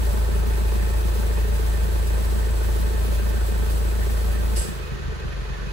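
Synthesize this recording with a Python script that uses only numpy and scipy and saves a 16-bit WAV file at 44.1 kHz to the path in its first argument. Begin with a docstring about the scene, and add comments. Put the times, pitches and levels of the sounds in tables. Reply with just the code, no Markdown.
"""Diesel truck letting go of its exhaust brake

A four-cylinder diesel idles, heard in its cab, with the exhaust brake shut: tones tied to the firings
boom, filtered clicks knock, shaped noise clatters and steady tones hum. Noise hisses and whistles as
air at the brake valve. A faint tap, then the air vents in a puff and the brake opens: boom and hiss
die away and the engine, with a sharper crack, settles to a slower, softer idle."""
import sys
import numpy as np
from scipy import signal
from scipy.fft import rfft, irfft, next_fast_len
from scipy.io import wavfile
from scipy.ndimage import uniform_filter1d

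SR = 44100
rng = np.random.default_rng(int(sys.argv[2]) if len(sys.argv) > 2 else 0)


def persist_wave(psi):
    """Save psi, clipped to +-1, as 16-bit WAV."""
    counts = np.round(np.clip(psi, -1, 1) * 32767).astype(np.int16)
    wavfile.write(sys.argv[1], SR, np.atleast_2d(counts).T)


N = 252252

# Block and cab panels that ring: (pitch [Hz], width of one filter pass [Hz],
# level of a knock harmonic there with the brake shut [dB rms])
PANELS = [(358, 50, -48), (410, 50, -49), (442, 36, -45), (498, 30, -56), (575, 40, -48), (615, 56, -48.5),
          (716, 30, -48.5), (878, 40, -52), (1010, 110, -61), (1135, 60, -61), (1300, 70, -64),
          (1485, 50, -59), (1570, 50, -58), (1800, 180, -62), (2520, 130, -72)]

FIRST_S = 0.0192  # first firing
BRAKED_HZ, FREE_HZ = 27.515, 23.6  # firings per second, brake shut and free idle
OPEN_S = 4.605  # the brake flap starts to open
FLAP_S, SETTLE_S, PIPE_S = 0.028, 0.14, 0.12  # time constants: flap, governor, pipe emptying
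SAG_PER_S = 0.031  # the back pressure slackens slowly while the brake is held
STRONG_TURN = 1.6  # place in the four-firing cycle where the beat swells most (firing gaps)

VENT_S, ATTACK_S, HOLD_S = 4.546, 0.021, 0.03  # puff: start, rise of the hiss, full flow
WHISTLE_ATTACK_S = 0.028  # the whistle builds more slowly
LEAK_DB, PUFF_DB, REST_DB = -42, -33.5, -64.5  # rough hiss level: leak, full puff, empty line
LEAK_WHISTLE_DB, PUFF_WHISTLE_DB = -47, -28  # rough whistle level: leak, full puff
HISS_FALL_DB_S, WHISTLE_FALL_DB_S = 170, 152  # release of the puff (dB per s)
DRAIN_DB_S2 = 157  # the leak fades ever faster as the line empties (dB per s squared)

CRACK_HZ, CRACK_WIDTH_HZ = 2950, 280
CRACK_DB = -77  # level of a crack harmonic at the settled idle


def amp(db):
    """Gain of a level in dB."""
    return 10 ** (np.asarray(db) / 20)


def read(points, hz):
    """Value of a spectrum table, in straight lines on a log-frequency axis."""
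    f, value = np.transpose(points)
    return np.interp(np.log(hz + 1), np.log(f + 1), value)


def noise(points):
    """Two unrelated noises with a density given in dB per Hz."""
    gain = amp(read(points, np.fft.rfftfreq(N, 1 / SR))) * np.sqrt(SR / 2)
    return irfft(rfft(rng.standard_normal((2, N))) * gain, N)


def resonate(x, hz, width):
    """Ringing at one pitch: a resonance with a gain of about 1 at its centre."""
    r = np.exp(-np.pi * width / SR)
    turn = np.exp(2j * np.pi * hz / SR)
    return 2 * signal.lfilter([1 - r], [1, -r * turn], x).real


def wobble(seconds):
    """Slow random drift of rms 1: noise averaged twice over the given time."""
    x = rng.standard_normal(N)
    for _ in range(2):
        x = uniform_filter1d(x, int(seconds * SR))
    return x / x.std()


def firings(rate, scatter_db, delay, spread_s, order=0):
    """One soft click per firing, scaled to about rms 1 per low harmonic; delay in firing gaps."""
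    # Relative strength in firing order: (strength [dB])
    cylinder_db = [-5.5, -3, -11, 1]
    at = np.flatnonzero(np.diff(np.floor(np.cumsum(rate) / SR - delay)))
    chance = rng.standard_normal((len(at), 2))
    strength_db = np.resize(np.roll(cylinder_db, order), len(at)) + scatter_db * chance[:, 0]
    late = (spread_s * SR * chance[:, 1]).astype(int)
    clicks = np.zeros(N)
    clicks[np.clip(at + late, 0, N - 1)] = amp(strength_db) * SR / rate[at] / np.sqrt(2)
    return signal.sosfilt(signal.butter(4, 3200, fs=SR, output="sos"), clicks)


def controls():
    """Firing rate, brake closure and pipe pressure: the flap snaps open, the speed eases down."""
    t = np.arange(N) / SR
    since = np.maximum(t - OPEN_S, 0)
    held = 1 - SAG_PER_S * t
    # settles without overshoot
    rate = FREE_HZ + (BRAKED_HZ - FREE_HZ) * (1 + since / SETTLE_S) * np.exp(-since / SETTLE_S)
    shut = held * np.exp(-since / FLAP_S)
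    pressure = held * np.exp(-(since / PIPE_S) ** 2)
    return rate, shut, pressure


def beat(turns, shut):
    """Low exhaust tones locked to the firings; unequal cylinders add fractions of the firing rate."""
    # Tones: (multiple of the firing rate, level with the brake shut [dB rms],
    # level over its group in swell_points with the brake open [dB])
    tones = [(1, -36.5, -14), (2, -20.2, 0), (3, -34, 0), (4, -39.5, -12), (1.25, -60, -30),
             (1.5, -51, -30), (1.75, -41.5, -17), (2.25, -50, -19), (2.5, -48, -17), (2.75, -50, -20),
             (3.25, -58, -25), (3.5, -58, -25), (3.75, -57, -25), (4.25, -56, -10), (4.5, -57, -12),
             (4.75, -57, -10), (5, -46, -1), (5.25, -48, -8), (5.5, -55, -3), (5.75, -58, -6), (6, -48, -1),
             (6.25, -53, -14), (6.5, -55, -14), (6.75, -53, -12), (7, -49, -4), (7.25, -46, -12),
             (7.5, -52, -12), (7.75, -51, -10), (8, -45, -3), (8.25, -53, -11), (8.5, -56, -11),
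             (9, -60, -12), (10, -52, -12), (11, -49, -12), (12, -45, -12)]
    # With the brake open the beat swells and dips unevenly:
    # (time [s], low group [dB rms], middle group [dB rms], high group [dB rms])
    swell_points = [(4.64, -40, -43, -44), (4.7, -33, -37, -41), (4.77, -36, -41, -45),
                    (4.83, -30, -37, -49), (4.885, -41, -34, -49), (4.94, -28, -36, -35),
                    (4.985, -39, -40, -47), (5.08, -31, -31, -38), (5.16, -35, -34, -47),
                    (5.21, -41, -34, -43), (5.27, -26, -33, -36), (5.325, -36, -34, -48),
                    (5.385, -29, -37, -41), (5.45, -31, -37, -45), (5.52, -29, -32, -43),
                    (5.565, -37, -38, -51), (5.615, -28, -35, -40), (5.72, -31, -37, -45)]
    s, *levels = np.transpose(swell_points)
    t = np.arange(N) / SR
    low_db, middle_db, high_db = (uniform_filter1d(np.interp(t, s, db), SR // 50) for db in levels)
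    out = np.zeros(N)
    for multiple, shut_db, open_db in tones:
        waver_db = (0.6 - 0.5 * shut) * wobble(0.063)  # steadier with the brake shut
        swell_db = low_db if multiple < 2.9 else middle_db if multiple < 4.1 else high_db
        gain = shut * amp(shut_db) + (1 - shut) * amp(open_db + swell_db)
        start = (round(multiple) - multiple) * STRONG_TURN
        if multiple > 3.5:
            start += multiple / 2  # higher tones crest midway between firings
        elif multiple < 3.5 and multiple != 2:
            start += 0.13  # tones beside the cab's boom run ahead
        if multiple > 3 and multiple % 1 > 0:
            start += rng.random()  # the higher fractions keep no common step
        out += np.sqrt(2) * gain * amp(waver_db) * np.cos(2 * np.pi * (multiple * turns + start))
    return out


def hums():
    """Steady tones that keep their pitch while their level drifts."""
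    # Tones: (pitch [Hz], level before the drift [dB rms])
    steady_tones = [(58.45, -53.5), (70.6, -44.5), (128.45, -52)]
    t, out = np.arange(N) / SR, np.zeros(N)
    for hz, db in steady_tones:
        level = np.sqrt(2) * amp(db + 0.99 * wobble(0.2))
        out += level * np.sin(2 * np.pi * (hz * t + rng.random()))
    return out


def knocks(rate, pressure):
    """Each combustion blow sets the panels ringing, more softly as the pipe pressure falls."""
    main = firings(rate, 0.8, delay=0.7, spread_s=0.00005)
    # the higher panels ring later and sit nearer another cylinder
    block = firings(rate, 0.8, delay=0.87, spread_s=0.00005, order=2)
    # valves seat about midway between firings
    valves = firings(rate, 2.0, delay=0.21, spread_s=0.0001)
    eased = amp(-10.0 * (1 - pressure))
    out = np.zeros((2, N))
    for hz, width, db in PANELS:
        blow = block if hz > 520 else main
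        if hz > 700:
            blow = blow + 0.44 * valves
        ring = amp(db) * resonate(resonate(blow * eased, hz, width), hz, width)
        # a blow reaches each of the two spots by its own path, under 2 ms long
        for spot, lag in enumerate(rng.integers(0, SR // 500, 2)):
            out[spot] += np.roll(ring, lag)
    return out


def clatter(turns, pressure):
    """Mechanical noise and trapped-gas noise, coloured by the panels and pulsing with the firings."""
    # Mechanical noise before panels and pulsing: (frequency [Hz], density [dB per Hz])
    mechanical = [(30, -72), (50, -63), (70, -67), (85, -71), (140, -64), (200, -68), (235, -76),
                  (270, -71), (450, -71), (620, -78), (1250, -75.5), (1380, -77.5), (1500, -75.5),
                  (1700, -77), (1850, -78), (2400, -81), (4300, -83), (5300, -88.5), (6500, -89),
                  (8700, -96.5), (13000, -102), (16000, -116)]
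    # Trapped gas at full pressure, before panels and pulsing: (frequency [Hz], density [dB per Hz])
    trapped_gas = [(35, -86), (55, -55), (72, -53), (100, -75.5), (200, -54.5), (290, -72.5), (400, -71.5),
                   (550, -71), (750, -74), (900, -71.5), (1500, -91), (2500, -95.5), (4000, -93.5)]
    chuff = amp(1.7 * np.cos(2 * np.pi * (turns - 0.38)))  # the gas surges once a firing
    rattle = noise(mechanical) + pressure * chuff * noise(trapped_gas)
    # each panel swells and fades on its own
    coloured = np.zeros((2, N))
    for hz, width, db in PANELS:
        share = 1.15 if hz > 1250 else 0.85
        panel_db = (4 if hz > 1400 else 2.5) * wobble(0.035)
        coloured += share * resonate(rattle, hz, 0.5 * width) * amp(panel_db)
    twice = 0.47 * np.cos(2 * np.pi * (2 * turns - 0.65))
    once = 0.63 * np.cos(2 * np.pi * (turns - 0.33))
    return (rattle + coloured) * amp(twice + once)


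def flow(leak_db, puff_db, fall_db_s, attack_s):
    """Air gain and puff strength 0-1: a leak that drains after venting, and a puff that rises and falls."""
    since = np.maximum(np.arange(N) / SR - VENT_S, 0)
    after = np.maximum(since - ATTACK_S - HOLD_S, 0)
    puff = np.minimum(since / attack_s, 1) ** 2 * amp(puff_db - fall_db_s * after)
    leak = amp(leak_db - DRAIN_DB_S2 * after ** 2)
    return np.hypot(leak, puff), puff / amp(puff_db)


def air():
    """A jet of compressed air: wide turbulent hiss and a fuzzy whistle of the valve cavity."""
    # Spectrum of the hiss, shape only: (frequency [Hz], relative density [dB])
    jet_shape = [(600, -47), (2000, -3), (4000, 2), (6000, -1.5), (10000, -2), (12500, -2), (16000, 3)]
    # Tones that the strong flow wakes: (pitch [Hz], width [Hz], gain on the jet at full puff [dB])
    cavity_tones = [(1610, 100, 14), (2870, 170, 7), (4350, 210, -6), (4870, 290, 6.5), (5280, 190, 1.5),
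                    (6260, 380, 4.5), (9550, 480, 11.5), (10780, 700, 10.5)]
    hiss_gain, strong = flow(LEAK_DB, PUFF_DB, HISS_FALL_DB_S, ATTACK_S)
    whistle_gain, _ = flow(LEAK_WHISTLE_DB, PUFF_WHISTLE_DB, WHISTLE_FALL_DB_S, WHISTLE_ATTACK_S)
    jet = noise(jet_shape)
    whistle = resonate(resonate(rng.standard_normal((2, N)), 7850, 450), 7950, 550)
    cavity = sum(amp(db) * resonate(jet, hz, width) for hz, width, db in cavity_tones)
    top = signal.sosfilt(signal.butter(4, 12500, "high", fs=SR, output="sos"), jet)
    low = signal.sosfilt(signal.butter(4, 12500, fs=SR, output="sos"), jet)
    # band-passed part of the jet, 2000 to 3700 Hz, partly subtracted at strong flow
    mid_band = signal.sosfilt(signal.butter(1, [2000, 3700], "band", fs=SR, output="sos"), jet)
    # the puff loses some of the top
    hiss = low + amp(-8.0 * strong) * top + np.sqrt(strong) * (cavity - 0.55 * mid_band)
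    hiss_level = (hiss_gain + amp(REST_DB)) * amp(1.4 * wobble(0.026))
    whistle_level = whistle_gain * amp(1.35 * wobble(0.058))
    return hiss_level * hiss / jet.std() + whistle_level * whistle / whistle.std()


def stalk_tap():
    """A faint tap on the stalk: bright noise that dies away within milliseconds."""
    # Taps: (time [s], starting level of the noise [dB])
    taps = [(3.5812, -30)]
    t, out = np.arange(N) / SR, np.zeros(N)
    bright = np.diff(rng.standard_normal(N + 2), 2) / np.sqrt(6)
    for s, db in taps:
        out += amp(db) * bright * (t > s) * np.exp(-abs(t - s) / 0.0008)
    return out


def crack(rate, pressure):
    """Sharp edge of combustion once the exhaust runs free, fading as the speed settles."""
    clicks = firings(rate, 1.1, delay=0.68, spread_s=0.0008)
    freed = (1 - pressure) ** 4 * amp(4.4 * (rate - FREE_HZ))
    return amp(CRACK_DB) * resonate(clicks * freed, CRACK_HZ, CRACK_WIDTH_HZ)


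def scene():
    """Sum of all sources; each row is the sound at one of two unrelated spots in the cab."""
    rate, shut, pressure = controls()
    turns = np.cumsum(rate) / SR - FIRST_S * rate[0]  # firings counted from the first
    engine = beat(turns, shut) + hums() + knocks(rate, pressure) + clatter(turns, pressure)
    return engine + air() + stalk_tap() + crack(rate, pressure)


def record(dry):
    """Left and right: the right shares the left's sound, phase-shifted, plus some of its own; treble cut."""
    # Share of the left's sound in the right: (frequency [Hz], share [0-1])
    likeness = [(30, 0.4), (60, 0.87), (250, 1), (420, 0.81), (560, 0.57), (800, 0.5), (2000, 0),
                (5000, 0.09), (6800, 0.42), (8600, 1), (9700, 0.9), (11000, 0.88), (12200, 1),
                (13300, 0.86)]
    # Phase by which the left leads: (frequency [Hz], lead [radians])
    lead = [(0, 0.5), (110, 1.53), (262, 3), (400, 5.5), (1000, 3.5), (1500, 4), (2100, 7), (2600, 8),
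            (3300, 6.5), (3900, 8), (5100, 2.5), (6300, 6), (8600, 2.5), (15800, -5.5)]
    # Left level minus right level: (frequency [Hz], difference [dB])
    balance = [(60, 0.5), (130, -1.5), (290, 1.5), (640, -1.5), (1410, -1.5), (3100, -1.5), (6820, -1.5),
               (15000, 1)]
    size = next_fast_len(N + 4096)
    hz = np.fft.rfftfreq(size, 1 / SR)
    near, other = rfft(dry, size)
    same = np.clip(read(likeness, hz), 0, 1)
    tilt = amp(read(balance, hz) / 2)
    right = same * near + 1j * np.sqrt(1 - same ** 2) * other
    right = right * np.exp(-1j * np.interp(hz, *np.transpose(lead)))
    pair = irfft(np.array([near * tilt, right / tilt]), size)[:, :N]
    lowpass = signal.firwin(1023, 15750, window=("kaiser", 10), fs=SR)  # cutoff in Hz
    return signal.oaconvolve(pair, lowpass[None], "same")


dry = scene()
out = record(dry)
persist_wave(out)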